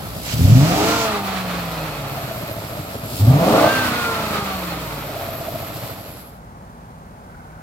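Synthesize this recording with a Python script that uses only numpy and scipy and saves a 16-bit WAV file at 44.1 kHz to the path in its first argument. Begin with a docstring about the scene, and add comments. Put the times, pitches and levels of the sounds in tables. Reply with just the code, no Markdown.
"""A V8 pickup engine in park, blipped twice, with the microphones over its open bay.
The throttle gasps and hisses with noise; the intake booms at the firing pitch; repeating shocks ring the
block, covers and exhaust; sines locked to the crank give the belt-drive whine and a chord of orders.
As the revs sink, narrow noise strands whistle past the shut throttle. Near the end this dissolves into
the same truck idling a few metres away in an open yard: exhaust puffs, clatter, tones and yard noise."""
import sys
import numpy as np
from scipy import signal
from scipy.fft import rfft, irfft, next_fast_len
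from scipy.io import wavfile
from scipy.ndimage import uniform_filter1d, map_coordinates

SR = 44100
rng = np.random.default_rng(int(sys.argv[2]) if len(sys.argv) > 2 else 0)


def wav_record(signal):
    """Record a signal, one row per channel, as 16-bit PCM in the file named by sys.argv[1]."""
    frames = np.transpose(np.atleast_2d(signal))
    bounded = np.clip(frames, -1, 1)
    # unit amplitude maps onto the largest positive 16-bit level
    quanta = np.round(bounded * 32767).astype(np.int16)
    wavfile.write(sys.argv[1], SR, quanta)


N = 336041

# Crank speed, smoothed later: time_s, speed_rpm
CRANK_SPEED = [(.3, 930), (.45, 1362), (.57, 1885), (.72, 2714), (.88, 3378), (.96, 3441), (1.05, 3345),
               (1.2, 2976), (1.6, 2610), (2, 2152), (2.3, 1865), (2.9, 1453), (3.18, 1365), (3.25, 1610),
               (3.37, 2206), (3.56, 3350), (3.64, 3735), (3.7, 3860), (3.74, 3885), (3.79, 3845),
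               (3.89, 3680), (3.94, 3570), (4.2, 3310), (4.3, 3185), (4.9, 2288), (5.4, 1790), (6.2, 1320)]
FULL_LOAD_RPM_PER_S = 5800  # climb of the revs under full load
MANIFOLD_FILL_S = 0.034  # lag of the load as it builds and dies away
# Pedal blips: opens_s, shuts_s, gasp_db, rush_db, gulp_db,
# then trims: boom_db, block_db, roar_db, valves_db, whine_db, whistle_db
BLIPS = [(0.331, 1.038, -30.5, -29, -23, 2.5, -0.012, -7.5, 0.83, -4, -0.11),
         (3.2, 3.61, -57, -39, -36, 0, 0.071, 0.5, 0.045, -0.5, 2.5)]

# Loudness laws: coast_db at MID_RPM, coast_db_per_octave of speed, extra_db_per_octave above KNEE_RPM,
# full_load_db at MID_RPM, full_load_db_per_octave
AIRBOX_LAW = (-40.5, 3.5, 7, -29.5, 10.5)
BLOCK_LAW = (-36, 2, 9, -29.5, 6.5)
VALVE_LAW = (-35.5, 9, 6.5, -37, 14)
HISS_LAW = (-42.5, 1, 13.5, -45, -18)
EXHAUST_LAW = (-37.5, -3.5, 15.5, -25.5, -6.5)
LOW_RPM, MID_RPM, KNEE_RPM = 1300, 2076, 2700  # the per-octave slopes go flat below LOW_RPM
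ROAR_GROWTH, BOOM_GROWTH = 0.79, 1.8  # powers of the load for combustion noise and boom

# Firing tone at its own pitch, before the blip trim, under load and at any load: pitch_hz, level_db
BOOM = [(62, -20), (76, -23), (91, -1), (105, -2), (126, -6.5), (150, -14.5), (180, -26), (245, -43)]
HUM = [(60, -43), (90, -53), (120, -42), (150, -37), (175, -31.5), (215, -37.5), (255, -33.5)]
# Once a cycle the boom drops out between two surges: place_cycles, width (in sine of phase), depth_ratio
STUMBLE = (.005, .3, .75)
# Overtones of the firing before the duct: crank_multiple, level_db
GROWL_ORDERS = [(8, 0), (12, -1)]
# The duct's answer to those overtones: frequency_hz, gain_db
GROWL_DUCT = [(90, -43), (130, -31), (165, -15.5), (195, -30), (230, -26), (270, -20.5), (300, -26.5),
              (345, -57), (500, -69)]
# Colour of the intake gulps: frequency_hz, level_db (per Hz)
INTAKE_DUCT = [(45, -31), (85, -3), (160, -5), (230, -16), (280, -6.5), (350, -52), (900, -70)]
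GULP_HZ, GULP_DELAY_S, GULP_WIDTH_S = 118, 0.01, 0.03  # the duct's thump as the throttle opens

# Air at the throttle, hiss and draught: frequency_hz, level_db (per Hz)
HISS_COLOUR = [(1200, -36), (2500, 3), (5000, 7), (6200, -2), (7600, 4.5), (9000, -0.5), (10500, 2),
               (13000, 5.5), (14500, 3), (15900, -0.5)]
THROAT = [(1500, -4.5), (2400, 2), (3400, -1), (5500, -1), (7700, -4), (8500, -14), (12000, -40)]
GASP_RISE_S, GASP_FALL_S = 0.084, 0.017  # around the moment the plate cracks open
RUSH_ATTACK_S, RUSH_RELEASE_S = 0.55, 0.057
HISS_GASP_DB, HISS_OPEN_DB = -32.5, -35.5  # what gasp and open plate add to the hiss

# Bark of combustion: frequency_hz, level_db (per Hz)
ROAR = [(350, -34), (430, 1), (470, -12), (520, 4.5), (570, -6), (640, 5.5), (800, -5), (920, -7.5),
        (1080, -11), (1200, -4), (1500, -49)]
ROAR_DB, ROAR_DB_PER_OCTAVE = -26.5, 12.5  # at MID_RPM under full load, before the blip trim

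# Fixed resonances of airbox, block, casing, valve covers, loose covers: frequency_hz, level_db (per Hz)
AIRBOX = [(120, -17), (200, -4.5), (255, -3.5), (285, -2.5), (315, -0.5), (355, -8.5), (450, -19),
          (700, -51)]
BLOCK = [(250, -36), (370, -5), (425, 1), (500, -1), (570, 4), (630, 1.5), (665, 2.5), (715, 0.5),
         (800, -0.5), (900, -4.5), (1050, -8), (1400, -51)]
CASING = [(540, -22), (630, -5.5), (668, -0.5), (705, -13), (790, -44)]
VALVES = [(700, -9.5), (1050, 0), (1280, 3.5), (1480, -2), (1650, -4.5), (2200, -4.5), (2520, -5.5),
          (2850, -7.5), (3700, -8.5), (4300, -8.5), (5000, -15), (5600, -16), (9000, -22.5)]
CHATTER = [(700, -32), (860, 4), (1000, -12), (1300, 1), (1600, -15), (2300, -24), (2540, 5), (2750, -24),
           (3900, -21), (4300, 1), (4800, -30), (8000, -50)]
CASING_DB, CHATTER_DB = -35.5, -46  # before speed, wavering and blip trim
CASING_RPM, CASING_WIDTH_OCTAVES = 1830, 0.2  # speed at which the casing rings most
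CASING_FLOOR = 0.16  # share of the casing's gain far from that speed
# Once a cycle a cylinder knocks the casing harder: place_cycles, width (in sine of phase), extra_gain_ratio
KNOCK = (.55, .5, 1.6)

# Orders flaring at resonances of block, brackets and pulleys: crank_multiple, best_rpm, width_rpm, level_db
FLARES = [(3, 2150, 330, -41), (8, 3430, 190, -33), (8, 3060, 120, -37), (8, 3780, 110, -39),
          (8, 2300, 200, -45), (12, 3320, 190, -29.5), (12, 3700, 200, -41), (12, 2300, 450, -48),
          (14.5, 2820, 180, -41), (15.3, 3350, 300, -39), (15.3, 2450, 500, -42), (16, 3390, 170, -36.5),
          (16, 2950, 230, -36), (16, 2250, 350, -45), (18.35, 3460, 230, -34), (18.35, 2950, 130, -41),
          (18.35, 2480, 250, -43), (20, 3140, 110, -40), (20, 1930, 130, -43), (21, 1890, 170, -39),
          (22.5, 3140, 140, -36), (23.8, 3400, 170, -40), (23.8, 2200, 500, -44), (28, 1410, 50, -42),
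          (30.3, 2510, 120, -43)]
# Orders shouted by the open intake under load: crank_multiple, best_rpm, width_rpm, level_db
INTAKE_FLARES = [(3, 2150, 330, -22), (5, 3730, 260, -21), (5, 3300, 130, -30), (5.5, 3550, 200, -24),
                 (6, 3000, 250, -27), (8, 3180, 200, -28), (14.5, 3000, 220, -32), (16, 2600, 450, -30),
                 (18.35, 3050, 200, -35)]
# Trim of the whole chord: time_s, level_db
CHORD_LEVEL = [(.7, 0), (1.05, 3), (1.5, .5), (3.7, -1), (3.9, -1.5)]
SHAFT_FLUTTER_TURNS, FLARE_WAVER_DB = .0026, 2

# Whine and companions, relative to the whine: crank_multiple, level_db
WHINE_ORDERS = [(24.47, 0), (27.55, -15), (42.7, -9.5)]
# Ringing of the alternator's housing and bracket, before the blip trim: frequency_hz, level_db
WHINE_BODY = [(500, -64), (880, -49), (1080, -47), (1140, -37), (1185, -38), (1245, -29), (1280, -38),
              (1320, -47), (1360, -30), (1405, -24.5), (1460, -31), (1490, -35), (1520, -28), (1580, -21.5)]

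# Centre of the whistle: speed_rpm, pitch_hz
WHISTLE_PITCH = [(1320, 11550), (1480, 11900), (1800, 12250), (2050, 12700), (2400, 12950), (3000, 13000),
                 (3700, 13450)]
# Narrow strands around that centre: offset_hz, level_db
STRANDS = [(-470, -5), (0, 2), (420, -2), (880, -7), (2150, -13)]
BORE_SPACING_HZ, BORE_RIPPLE_DB = 307, 3.5  # evenly spaced resonances of the throttle bore
WHISTLE_DB, WHISTLE_SWELL_DB = -47.5, 6  # base, and swell at the best speed, before the blip trim
WHISTLE_RPM, WHISTLE_WIDTH_OCTAVES = 1780, 0.87

# Exhaust rumble from under the truck: frequency_hz, level_db (per Hz)
RUMBLE = [(18, -39), (35, -50), (52, -3.5), (80, -2.5), (115, 6), (160, 1.5), (220, -4), (330, -13),
          (800, -32)]
# Tones from the uneven firing of each bank, before the pipe: crank_multiple, level_db
EXHAUST_ORDERS = [(1.5, -40.5), (3, -44)]
# The pipe's answer to them: frequency_hz, gain_db
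PIPE = [(30, -22), (45, -10), (57, 2), (64, 1), (80, -2), (140, -1), (200, 3)]
LOPE = .3  # depth of the rumble's swing once a cycle

# Left-right likeness over the bay and out in the yard: frequency_hz, likeness_ratio
BAY_ALIKE = [(100, 1), (300, 0.93), (700, 0.76), (1400, 0.18), (2800, 0.24), (12000, 0)]
YARD_ALIKE = [(100, 0.86), (600, 1), (1500, 0.48), (5000, 0.12)]
# The microphones swing across the bay: time_s, left_lead_ms
BEARING = [(0, -0.2), (1.25, -0.045), (2.3, 0.12), (2.8, 0.25), (3.25, .24), (3.65, 0.085), (4.25, 0.13),
           (5.2, 0.05), (6, -0.06)]
# The two microphone ports differ in the bass: frequency_hz, left_lead_rad
PORT_PHASE = [(40, -.3), (110, -0.31), (300, -0.29), (800, -0.24)]
LOW_CUT_HZ, TOP_HZ = 36, 15900  # band of the microphones

# Dissolve from bay to yard: start_s, end_s
DISSOLVE = (5.87, 6.42)
IDLE_RPM = 585  # mean speed
# Eight exhaust puffs of a cycle, from the near bank or the far one: level_db
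BANK_DB = [0, -8, 0, 0, -8, 0, -8, -8]
PUFF_LENGTH = 0.27  # decay of a puff as a share of the firing interval
# Tones at idle: crank_multiple, level_db
IDLE_ORDERS = [(6, -50), (12, -51), (16, -49.5), (18.35, -54), (24.47, -55), (86.1, -63)]
# Colours of idle puffs, valve clatter and open yard: frequency_hz, level_db (per Hz)
TAILPIPE = [(50, -25), (90, -7), (150, 1), (230, -0.5), (310, -10), (600, -35)]
CLATTER = [(900, -25), (1300, 2), (1520, 7), (1750, -10), (2150, -7), (2800, -29)]
YARD = [(13, -40), (22, -21), (43, -8), (64, -16), (82, -6.5), (128, -9.5), (248, -16), (300, -21),
        (830, -14.5), (1090, -18.5), (1480, -24.5), (2860, -38.5), (10100, -44), (15800, -46)]
# Idle clatter: time_s, level_db
CLATTER_LEVEL = [(6.4, -58), (6.9, -69), (7.35, -51), (7.6, -51.5)]


def amp(db):
    """Decibels to gain."""
    return 10 ** (np.asarray(db) / 20)


def unit(x):
    """Scale to rms 1."""
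    return x / np.sqrt(np.mean(x ** 2) + 1e-20)


def along(points, x):
    """Second column of a table read at x, on a log axis."""
    place, value = np.transpose(points)
    return np.interp(np.log(x + 1), np.log(place + 1), value)


def curves(rows):
    """One value per sample for each column after the time."""
    s, *cols = np.transpose(rows)
    return [np.interp(np.arange(N) / SR, s, c) for c in cols]


def wobble(rate, size=32):
    """A smooth random curve, rate knots a second."""
    steps = np.arange(0, N + size, size)
    knots = rng.standard_normal(int(N * rate / SR) + 4)
    coarse = map_coordinates(knots, [steps * rate / SR])
    return np.interp(np.arange(N), steps, coarse)


def filtered(x, response):
    """x through a response given as a function of frequency in Hz."""
    m = next_fast_len(N + SR // 2)
    return irfft(rfft(x, m) * response(np.fft.rfftfreq(m, 1 / SR)), m)[..., :N]


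def radiate(pair, spectrum, alike):
    """Two excitations coloured by a body and spread to left and right; the middle has rms 1."""
    def mid_and_side(hz):
        turn = np.arccos(np.clip(along(alike, hz), -1, 1)) / 2
        return amp(along(spectrum, hz)) * np.array([np.cos(turn), np.sin(turn)])

    mid, side = filtered(pair, mid_and_side)
    return np.array([mid + side, mid - side]) / np.std(mid)


def tones(turns, orders, waver_db):
    """Sines locked to the crank, each wavering in strength."""
    total = 0
    for multiple, db in orders:
        gain = np.sqrt(2) * amp(db + waver_db * wobble(9))
        total = total + gain * np.sin(2 * np.pi * (multiple * turns + rng.random()))
    return total


def once_a_cycle(turns, place, width, size):
    """A smooth bump every two turns of the crank."""
    return size * np.exp(-(np.sin(np.pi * (turns / 2 - place)) / width) ** 2)


def firings(turns, depth, count=8):
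    """A swell at each firing, four to a turn; every cylinder has its own strength."""
    shot = (turns * count / 2).astype(int)
    size_db = rng.uniform(-4, 4, count)[shot % count] + rng.uniform(-3, 3, N)[shot]
    swell = np.sin(np.pi * turns * count / 2) ** 2
    share = np.clip(depth, 0, 1)
    return unit(1 - share + 2 * share * swell * amp(size_db))


def machinery(turns, rough, depth, size=512, count=5):
    """Shocks that repeat every two turns and slowly change, mixed with turbulence and pulsed by the firings."""
    cycles = turns / 2
    patterns = rng.standard_normal((2, int(cycles[-1] / count) + 3, size))
    place = [cycles / count, cycles * size % size]
    locked = np.array([map_coordinates(p, place, mode="grid-wrap") for p in patterns])
    locked *= np.sqrt(np.gradient(cycles) * size)  # the same power per Hz at any speed
    share = np.clip(rough, 0, 1)
    mix = np.sqrt(1 - share) * locked + np.sqrt(share) * rng.standard_normal((2, N))
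    lope = 1 + 0.076 * np.sin(2 * np.pi * cycles)  # the cylinders do not pull evenly
    return mix * firings(turns, depth) * lope * amp(1.06 * wobble(22.003))


def loudness(law, rpm, load):
    """Gain of a part: friction noise that grows with speed, plus combustion noise that grows with load."""
    coast_db, slope_db, steeper_db, pull_db, pull_slope_db = law
    octaves = np.log2(np.maximum(rpm, LOW_RPM) / MID_RPM)
    above_knee = np.maximum(np.log2(rpm / KNEE_RPM), 0)
    coast = amp(coast_db + slope_db * octaves + steeper_db * above_knee)
    pull = load ** ROAR_GROWTH * amp(pull_db + pull_slope_db * octaves)
    return np.hypot(coast, pull)


def crank():
    """Speed in rpm, and the load (0-1) that it takes to speed the crank up."""
    rpm = uniform_filter1d(curves(CRANK_SPEED)[0], size=SR // 40)
    demand = np.clip(np.gradient(rpm) * SR / FULL_LOAD_RPM_PER_S, 0, 1)
    keep = np.exp(-1 / (MANIFOLD_FILL_S * SR))
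    return rpm, signal.lfilter([1 - keep], [1, -keep], demand)


def blip_trims():
    """Boom, block, roar, valve train, whine and whistle dB of each blip, held until the next one."""
    opens, _, _, _, _, *trims = np.transpose(BLIPS)
    latest = np.maximum(np.searchsorted(opens, np.arange(N) / SR) - 1, 0)
    return [uniform_filter1d(db[latest], size=SR // 10) for db in trims]


def intake(turns, rpm, load, boom_db):
    """Firing tone: a clean hum at any load; under load a boom that stumbles once a cycle and a duct growl."""
    firing_hz = rpm * 4 / 60
    pull = load ** BOOM_GROWTH * amp(along(BOOM, firing_hz) + boom_db)
    stumble = 1.12 * (1 - once_a_cycle(turns, *STUMBLE))
    stroke = 2 * np.pi * 4 * turns + (.08 + .2 * load) * wobble(70)  # phase roughens with load
    uneven = amp(.9 * wobble(110))
    boom = pull * stumble * uneven * np.sin(stroke)
    hum = amp(along(HUM, firing_hz) + boom_db) * np.sin(stroke)
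    firing_tone = np.sqrt(2) * amp(0.83 * wobble(30.03)) * (boom + hum)
    overtones = load * stumble * amp(boom_db) * tones(turns, GROWL_ORDERS, waver_db=0.5)
    growl = filtered(overtones, lambda hz: amp(along(GROWL_DUCT, hz)))
    gulps = radiate(machinery(turns, rough=0.31, depth=0.19), INTAKE_DUCT, BAY_ALIKE)
    return firing_tone + growl + amp(-10.0) * pull * stumble * gulps


def first_gulp():
    """The first air through the opening plate thumps the duct for a few cycles."""
    t = np.arange(N) / SR
    swell = 0
    for opens, _, _, _, gulp_db, *_ in BLIPS:
        swell = swell + amp(gulp_db) * np.exp(-((t - opens - GULP_DELAY_S) / GULP_WIDTH_S) ** 2)
    phase = 2 * np.pi * GULP_HZ * t
    return np.sqrt(2) * swell * (np.sin(phase) + 0.29 * np.sin(2 * phase))


def throttle(turns, rpm, load):
    """Air hisses past the plate; at each blip it gasps as the plate cracks open and rushes until it shuts."""
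    t = np.arange(N) / SR
    hiss_power, throat = loudness(HISS_LAW, rpm, load) ** 2, 0
    for opens, shuts, gasp_db, rush_db, *_ in BLIPS:
        gasp = np.exp(-((t - opens) / np.where(t < opens, GASP_RISE_S, GASP_FALL_S)) ** 2)
        opening = np.clip((t - opens) / RUSH_ATTACK_S, 0, 1) ** .5
        rush = opening * np.clip(1 - (t - shuts) / RUSH_RELEASE_S, 0, 1)
        throat = throat + amp(gasp_db) * gasp + amp(rush_db) * rush
        hiss_power = hiss_power + amp(HISS_GASP_DB) ** 2 * gasp + amp(HISS_OPEN_DB) ** 2 * rush
    pulsed_air = rng.standard_normal((2, N)) * firings(turns, depth=0.14)
    hiss = radiate(pulsed_air, HISS_COLOUR, BAY_ALIKE)
    draught = radiate(rng.standard_normal((2, N)), THROAT, BAY_ALIKE)
    draught = draught * amp([[-2.5], [2.5]])  # stronger on the right
    return np.sqrt(hiss_power) * amp(1.26 * wobble(23.06)) * hiss + throat * draught


def roar(turns, rpm, load, roar_db):
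    """Combustion barks through the block while the engine pulls, in ragged bursts."""
    speed_db = ROAR_DB_PER_OCTAVE * np.log2(rpm / MID_RPM)
    gain = load ** ROAR_GROWTH * amp(ROAR_DB + speed_db + roar_db)
    ragged = unit(amp(1.2 * wobble(45)))
    return gain * ragged * radiate(machinery(turns, rough=0.14, depth=0.38), ROAR, BAY_ALIKE)


def engine_body(turns, rpm, load, block_db, valves_db):
    """The engine's shocks ring the fixed resonances of airbox, block, casing and valve covers."""
    airbox = radiate(machinery(turns, rough=0.2, depth=0.2), AIRBOX, BAY_ALIKE)
    airbox = loudness(AIRBOX_LAW, rpm, load) * airbox

    block = radiate(machinery(turns, rough=0.59, depth=0.34), BLOCK, BAY_ALIKE)
    block = loudness(BLOCK_LAW, rpm, load) * block

    in_tune = np.exp(-(np.log2(rpm / CASING_RPM) / CASING_WIDTH_OCTAVES) ** 2)
    casing_gain = amp(CASING_DB + 1.8 * wobble(14)) * (CASING_FLOOR + (1 - CASING_FLOOR) * in_tune)
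    knocks = unit(1 + once_a_cycle(turns, *KNOCK))
    casing = radiate(machinery(turns, rough=0.73, depth=0.46), CASING, BAY_ALIKE)
    casing = casing_gain * knocks * casing

    valves = radiate(machinery(turns, rough=0.89, depth=0.037), VALVES, BAY_ALIKE)
    valves = loudness(VALVE_LAW, rpm, load) * valves
    chatter_gain = amp(CHATTER_DB + 2.9 * wobble(35)) * np.minimum(rpm / MID_RPM, 1) ** 3
    chatter = radiate(machinery(turns, rough=0.12, depth=0.64), CHATTER, BAY_ALIKE)
    covers = valves + chatter_gain * chatter

    # block, casing and covers lean to the right
    metal = amp(block_db) * (block + casing) * amp([[-.3], [.3]])
    return airbox + metal + amp(valves_db) * covers * amp([[-.9], [.9]])


def flares(table, order, rpm):
    """Strength of one crank order, swelling around its best speeds."""
    return sum(amp(db) * np.exp(-((rpm - best) / width) ** 2)
               for k, best, width, db in table if k == order)


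def block_tones(turns, rpm, load):
    """The engine's chord, one tone per order: the block sounds at any load, the intake only while it pulls."""
    shaft, chord = turns + SHAFT_FLUTTER_TURNS * wobble(45), 0
    for order in sorted({row[0] for row in FLARES + INTAKE_FLARES}):
        gain = flares(FLARES, order, rpm) + np.sqrt(load) * flares(INTAKE_FLARES, order, rpm)
        waver = amp(FLARE_WAVER_DB * wobble(24))
        chord = chord + gain * waver * np.sin(2 * np.pi * (order * shaft + rng.random()))
    return np.sqrt(2) * amp(curves(CHORD_LEVEL)[0]) * chord


def alternator(turns, rpm, trim_db):
    """A belt-driven whine swells at the housing's resonances; companions join near the top speed."""
    whine, *companions = WHINE_ORDERS
    whine_db = along(WHINE_BODY, whine[0] * rpm / 60) + trim_db
    pulley = turns + .0015 * wobble(25)  # slight flutter, in turns
    near_top = (rpm / rpm.max()) ** 4
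    voices = tones(pulley, [whine], waver_db=.5) + near_top * tones(pulley, companions, waver_db=1)
    return amp(whine_db + wobble(40)) * voices


def whistle(rpm, trim_db):
    """The throttle gap whistles in fluttering noise strands that follow the revs across the bore's resonances."""
    swell = np.exp(-(np.log2(rpm / WHISTLE_RPM) / WHISTLE_WIDTH_OCTAVES) ** 2)
    centre_hz = along(WHISTLE_PITCH, rpm)
    strands = 0
    for offset_hz, db in STRANDS:
        # slow noise times a sine makes a narrow band around the sine's pitch
        band = filtered(rng.standard_normal((2, N)),
                        lambda hz: 1 / np.sqrt(1 + (hz / 110) ** 2 + (hz / 260) ** 4))
        flutter = amp(2.6 * wobble(40) + .9 * wobble(4))
        pitch_hz = centre_hz + offset_hz + 70 * wobble(9)
        strands = strands + amp(db) * flutter * band * np.sin(2 * np.pi * np.cumsum(pitch_hz) / SR)
    bore = filtered(strands, lambda hz: amp(BORE_RIPPLE_DB * np.cos(2 * np.pi * hz / BORE_SPACING_HZ)))
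    level_db = WHISTLE_DB + WHISTLE_SWELL_DB * swell + trim_db + 1.3 * wobble(26)
    return amp(level_db) * unit(bore)


def exhaust(turns, rpm, load, boom_db):
    """Low rumble from under the truck, loping once a cycle; bank tones swell as they pass the pipe's resonance."""
    pulses = machinery(turns, rough=.6, depth=.35) * (1 - LOPE * np.cos(np.pi * turns))
    rumble = amp(boom_db) * loudness(EXHAUST_LAW, rpm, load) * radiate(pulses, RUMBLE, BAY_ALIKE)
    bank_tones = filtered(tones(turns, EXHAUST_ORDERS, waver_db=0.5), lambda hz: amp(along(PIPE, hz)))
    return rumble * amp([[.4], [-.4]]) + bank_tones  # rumble slightly to the left


def distant_idle():
    """The idling truck from the side: uneven exhaust puffs, pulley tones, light clatter and the open yard."""
    turns = np.cumsum(IDLE_RPM + 2 * wobble(3)) / SR / 60
    shot, part = np.divmod(4 * turns, 1)  # number of the puff, and place within it
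    strength = amp(np.array(BANK_DB))[shot.astype(int) % len(BANK_DB)]
    puffs = strength * (1 - np.exp(-part / .08)) * np.exp(-part / PUFF_LENGTH)
    shapes = rng.standard_normal((2, 64))
    same_puff = np.array([np.interp(part, np.linspace(0, 1, s.size), s) for s in shapes])
    gas = .3 * unit(same_puff) + rng.standard_normal((2, N))  # a repeating shape plus turbulence
    putter = amp(-48.0) * radiate(puffs * gas, TAILPIPE, YARD_ALIKE)

    taps = rng.standard_normal((2, N)) * firings(turns, depth=0.43)
    clatter = amp(curves(CLATTER_LEVEL)[0]) * radiate(taps, CLATTER, YARD_ALIKE)
    yard = amp(-41.5) * radiate(rng.standard_normal((2, N)), YARD, YARD_ALIKE)
    thin_tone = amp(-76) * np.sin(2 * np.pi * 9780 * np.arange(N) / SR)
    return putter + clatter + yard + thin_tone + tones(turns, IDLE_ORDERS, waver_db=0.5)


def arrive(pair, lead_ms):
    """The sound reaches one microphone before the other."""
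    half = lead_ms * SR / 2000  # half the lead, in samples
    return np.array([map_coordinates(ch, [np.arange(N) + side * half], order=3, mode="mirror")
                     for ch, side in zip(pair, (1, -1))])


def scene():
    """All parts of the engine follow one crank's speed and load; the near sound dissolves into the far one."""
    rpm, load = crank()
    boom_db, block_db, roar_db, valves_db, whine_db, whistle_db = blip_trims()
    lead_ms, = curves(BEARING)
    turns = np.cumsum(rpm) / SR / 60
    bay = intake(turns, rpm, load, boom_db) + first_gulp() + throttle(turns, rpm, load)
    bay = bay + roar(turns, rpm, load, roar_db) + engine_body(turns, rpm, load, block_db, valves_db)
    bay = bay + block_tones(turns, rpm, load) + alternator(turns, rpm, whine_db)
    bay = bay + whistle(rpm, whistle_db) + exhaust(turns, rpm, load, boom_db)
    far = np.interp(np.arange(N) / SR, DISSOLVE, [0, 1])
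    return (1 - far) * arrive(bay, lead_ms) + far * arrive(distant_idle(), lead_ms=0.43)


def record(dry):
    """The microphone ports thin and phase-shift the bass; loud peaks are rounded off; the top is cut."""
    def ports(hz):
        low_cut = hz ** 3 / np.hypot(hz ** 3, LOW_CUT_HZ ** 3)
        return low_cut * np.exp(np.array([[.5j], [-.5j]]) * along(PORT_PHASE, hz))

    ported = filtered(dry, ports)
    rounded = ported / (1 + np.abs(ported) ** 8) ** (1 / 8)
    return filtered(rounded, lambda hz: hz < TOP_HZ)


dry = scene()
out = record(dry)
wav_record(out)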